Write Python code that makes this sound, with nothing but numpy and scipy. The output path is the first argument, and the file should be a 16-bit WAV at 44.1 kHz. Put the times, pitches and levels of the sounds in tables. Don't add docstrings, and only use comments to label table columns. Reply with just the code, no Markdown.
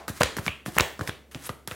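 import sys
import numpy as np
from scipy import signal
from scipy.fft import rfft, irfft
from scipy.io import wavfile
from scipy.ndimage import uniform_filter1d

SR = 44100
rng = np.random.default_rng(int(sys.argv[2]) if len(sys.argv) > 2 else 0)


def dump_mix(stems):
    frames = np.atleast_2d(stems).T
    limited = np.clip(frames, -1, 1)
    pcm = np.round(limited * 32767).astype(np.int16)
    wavfile.write(sys.argv[1], SR, pcm)


N = 77175

# start t/s, peak t/s, end t/s, peak level/dB
CARD_SLIDES = [(.077, .088, .125, -33), (.367, .374, .42, -37), (.654, .664, .725, -38),
               (1.674, 1.679, 1.72, -40), (.1, .178, .235, -42), (.2, .207, .222, -27),
               (.42, .472, .49, -35), (.695, .762, .81, -40), (.97, 1.035, 1.1, -45),
               (1.055, 1.081, 1.102, -35), (1.31, 1.314, 1.42, -48), (1.37, 1.472, 1.492, -39),
               (1.7, 1.716, 1.79, -43)]
# t/s, knock level/dB, clap level/dB, clap f/Hz, clap decay/ms, edge tick level/dB
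PACKET_SLAPS = [(0.0805, -36.5, -29.5, 1160, 2.5, -37.5), (0.2088, -18, -23.5, 2390, 3.6, -43),
                (0.2108, -19.5, -22, 1070, 0.86, -37), (0.217, -24, -25, 2320, 1.2, -28),
                (0.219, -24.5, -18.5, 1440, .8, -44), (0.2332, -22.5, -16, 3130, 0.2, -16),
                (0.3673, -37, -31.5, 1600, 1.1, -36), (0.3847, -34.5, -28.5, 1250, 0.33, -50),
                (0.4644, -42, -28, 1700, 0.46, -32.5), (0.4795, -39, -25.5, 2410, 2.1, -41),
                (0.6611, -34, -31.5, 1490, 0.33, -38.5), (0.7668, -25, -32, 1720, 4, -53),
                (0.7804, -29, -22.5, 2000, 1, -35), (0.7838, -22.5, -14, 2020, 1.07, -46),
                (0.7977, -25.5, -15.5, 2680, 2.9, -36), (0.8076, -19.5, -29, 2760, 0.85, -19.5),
                (0.9931, -34.5, -34, 1170, 1.6, -45.5), (1.01, -30, -28, 1270, 0.62, -46.5),
                (1.0754, -44, -30.5, 1580, 0.42, -36.5), (1.0934, -35, -29.5, 2700, 1.8, -40),
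                (1.3473, -40.5, -35.5, 2450, 0.4, -40.5), (1.4925, -32.5, -37.5, 2500, 0.62, -39.5),
                (1.675, -39.5, -36.5, 1500, 7.1, -34.5), (1.7122, -36.5, -32, 1940, 6.8, -40)]
# t/s, level/dB
EDGE_FLICKS = [(0.082, -35.5), (0.369, -37), (0.7848, -19), (1.6769, -34.5)]
# t/s, level/dB, f/Hz
PALM_THUMPS = [(0.085, -33.5, 260), (0.097, -26.5, 149), (0.207, -18, 158), (.234, -25.5, 95),
               (0.3713, -27.5, 286), (0.388, -24, 157), (0.468, -26.5, 180), (0.487, -29.5, 116),
               (0.663, -30, 196), (0.679, -26, 185), (0.69, -33, 298), (.767, -24.5, 214),
               (0.801, -19, 119), (0.996, -31.5, 190), (1.012, -23, 134), (1.087, -27, 142),
               (1.352, -29, 183), (1.36, -31, 193), (1.497, -27, 162), (1.677, -32.5, 171),
               (1.717, -33.5, 150)]
# t/s, f/Hz, level/dB
PACKET_SNAPS = [(.48, 2295, -20.5), (.7842, 2430, -37), (1.094, 3330, -35.5), (1.494, 1235, -29.5)]

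# f/Hz, gain/dB
ROOM_TONE_EQ = [(25, -41), (200, -5.5), (600, -14), (1500, -32.5), (16000, -39)]
PAPER_EQ = [(150, 3.5), (700, -1.5), (1500, 7), (2600, 0.5), (4500, -1), (11000, -1.5), (16000, -9)]
KNOCK_EQ = [(100, -10), (260, -5), (550, 0), (1100, -10), (3000, -40)]
CLAP_EQ = [(250, -35.5), (700, 7.5), (1300, 12.5), (4200, 2.5)]
EDGE_EQ = [(1500, -11.5), (3500, 6.5), (5000, 1.5), (8000, -1.5), (10000, -8.5), (16000, -20.5)]
LOOSE_EQ = [(100, -7.5), (330, -1), (800, -14.5), (12000, -35)]
WALL_EQ = [(110, -7), (450, 3.5), (1300, -1), (2500, 1), (5000, -2), (9000, -2), (16000, -1.5)]

EDGE_DECAY_S, TOP_HZ = 0.0013, 16000
ROOM_DB, ROOM_PREDELAY_S, ROOM_T60_S = -9, 0.008, 0.41


def undb(db):
    return 10 ** (np.asarray(db) / 20)


def unit(x):
    return x / np.sqrt(np.mean(x ** 2) + 1e-20)


def equalise(x, curve):
    hz, db = np.array(curve, float).T
    size = 4096
    grid_hz = np.maximum(np.fft.rfftfreq(size, 1 / SR), 1)
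    gain = undb(np.interp(np.log(grid_hz), np.log(hz), db))
    cepstrum = irfft(np.log(gain))
    cepstrum[1:size // 2] *= 2
    cepstrum[size // 2 + 1:] = 0
    impulse = irfft(np.exp(rfft(cepstrum)))
    return signal.fftconvolve(x, impulse)[:len(x)]


def resonate(x, hz, width):
    return signal.lfilter(*signal.iirpeak(hz, 1 / width, fs=SR), x)


def cut(x, kind, hz, order=2):
    return signal.sosfilt(signal.butter(order, hz, kind, fs=SR, output="sos"), x)


def add(out, start, sound):
    i = max(int(start * SR), 0)
    out[i:i + len(sound)] += sound[:max(len(out) - i, 0)]


def contact(decay_s):
    equal_s = 0.00061
    t = np.arange(SR // 25) / SR
    edges = rng.standard_normal(len(t)) * rng.random(len(t)) ** 2 * np.exp(-t / decay_s)
    crackle = edges * np.sqrt(decay_s / equal_s / np.sum(edges ** 2))
    crackle[0] += 1
    return crackle


def at_level(x, db, window_s=0.005):
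    return x * undb(db) * np.sqrt(window_s * SR / np.sum(x ** 2))


def room_tone(noise_db=-58.5, hum_hz=69.3, hum_db=-58, ring_hz=685, ring_db=-42.5):
    t = np.arange(N) / SR
    hum = np.sqrt(2) * np.sin(2 * np.pi * hum_hz * t)
    ring = unit(resonate(rng.standard_normal(N), ring_hz, width=0.48))
    ring *= undb(-60 * t / ROOM_T60_S)
    noise = unit(equalise(rng.standard_normal(N), ROOM_TONE_EQ))
    return undb(noise_db) * noise + undb(hum_db) * hum + undb(ring_db) * ring


def slides(fade_db=20, grain_db=3, grain_s=0.001):
    t, power = np.arange(N) / SR, np.zeros(N)
    for start, peak, end, db in CARD_SLIDES:
        from_peak = np.maximum((peak - t) / (peak - start), (t - peak) / (end - peak))
        power += undb(db - fade_db * from_peak) ** 2 * (t > start)
    grain = unit(uniform_filter1d(rng.standard_normal(N), int(grain_s * SR)))
    friction = rng.standard_normal(N) * undb(grain_db * grain)
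    return np.sqrt(power) * unit(equalise(friction, PAPER_EQ))


def slaps():
    out = np.zeros(N)
    for start, knock_db, clap_db, clap_hz, decay_ms, edge_db in PACKET_SLAPS:
        knock = equalise(contact(decay_s=0.0012), KNOCK_EQ)
        clap = equalise(contact(decay_ms / 1000), CLAP_EQ)
        clap = resonate(clap, clap_hz, width=1)
        clap = cut(clap, "lowpass", 1.516 * clap_hz, order=7)
        edge = equalise(contact(EDGE_DECAY_S), EDGE_EQ)
        add(out, start, at_level(knock, knock_db) + at_level(clap, clap_db) + at_level(edge, edge_db))
    return out


def flicks(above_hz=8300):
    out = np.zeros(N)
    for start, db in EDGE_FLICKS:
        click = cut(contact(decay_s=0.00053), "highpass", above_hz)
        add(out, start, at_level(cut(click, "lowpass", TOP_HZ), db))
    return out


def thumps(rise_cycles=0.6, sag_per_cycle=0.7, loose_db=-7):
    out = np.zeros(N)
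    for start, db, hz in PALM_THUMPS:
        cycles = hz * np.arange(SR // 12) / SR
        swell = cycles / rise_cycles * np.exp(1 - cycles / rise_cycles)
        sagging_hz = hz * (1 + sag_per_cycle * rise_cycles) / (1 + sag_per_cycle * cycles)
        thump = swell * np.sin(2 * np.pi * np.cumsum(sagging_hz) / SR)
        add(out, start, undb(db) * thump)
        loose_cards = equalise(contact(decay_s=0.0074), LOOSE_EQ)
        add(out, start, at_level(loose_cards, db + loose_db))
    return out


def reverb(x, send_db):
    t = np.arange(SR * 3 // 4) / SR
    tail = rng.standard_normal(len(t)) * undb(-60 * t / ROOM_T60_S)
    impulse = equalise(unit(tail) / np.sqrt(len(t)), WALL_EQ)
    out = np.zeros(N)
    add(out, ROOM_PREDELAY_S, signal.fftconvolve(x, impulse))
    return undb(send_db) * out


def snaps(overtone_ratio=1.55, overtone_db=-9.5, decay_s=0.0026):
    out, t = np.zeros(N), np.arange(SR // 25) / SR
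    for start, hz, db in PACKET_SNAPS:
        phase = 2 * np.pi * hz * t
        modes = np.sin(phase) + undb(overtone_db) * np.sin(overtone_ratio * phase)
        add(out, start, at_level(modes * np.exp(-t / decay_s), db))
    return out


def flaps(pitch_ratio=1.09, width=0.46, trim_db=-0.5):
    out = np.zeros(N)
    for start, snap_hz, snap_db in PACKET_SNAPS:
        flap = contact(EDGE_DECAY_S)
        for _ in range(2):
            flap = resonate(flap, pitch_ratio * snap_hz, width)
        add(out, start, at_level(flap, snap_db + trim_db))
    return out


def squeak(start_s=1.435, end_s=1.477, from_hz=5800, to_hz=14800, flutter_hz=1100, db=-39.5):
    progress = np.linspace(0, 1, int((end_s - start_s) * SR))
    hz = 1 / ((1 - progress) / from_hz + progress / to_hz)
    sweep = np.sin(2 * np.pi * np.cumsum(hz) / SR)
    flutter = unit(cut(rng.standard_normal(N), "lowpass", flutter_hz))[-len(progress):]
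    late_swell = np.sqrt(2 * np.abs(np.sin(np.pi * progress ** 3)))
    out = np.zeros(N)
    add(out, start_s, undb(db) * late_swell * flutter * sweep)
    return out


def scene(side_db=-15, side_below_hz=515):
    handling = flicks() + thumps() + slides() + squeak()
    cards = slaps() + snaps() + handling
    walls = [reverb(slaps() + flaps() + handling, ROOM_DB) for _ in range(3)]
    mid = cards + sum(walls) / np.sqrt(len(walls)) + room_tone()
    side = cut(reverb(cards, side_db), "lowpass", side_below_hz, order=4)
    return np.array([mid + side, mid - side])


def record(dry, low_cut_hz=40, ceiling=0.9):
    tight = cut(dry, "highpass", low_cut_hz, order=3)
    top_cut = signal.ellip(10, 0.2, 80, TOP_HZ, fs=SR, output="sos")
    return signal.sosfilt(top_cut, np.clip(tight, -ceiling, ceiling))


dry = scene()
out = record(dry)
dump_mix(out)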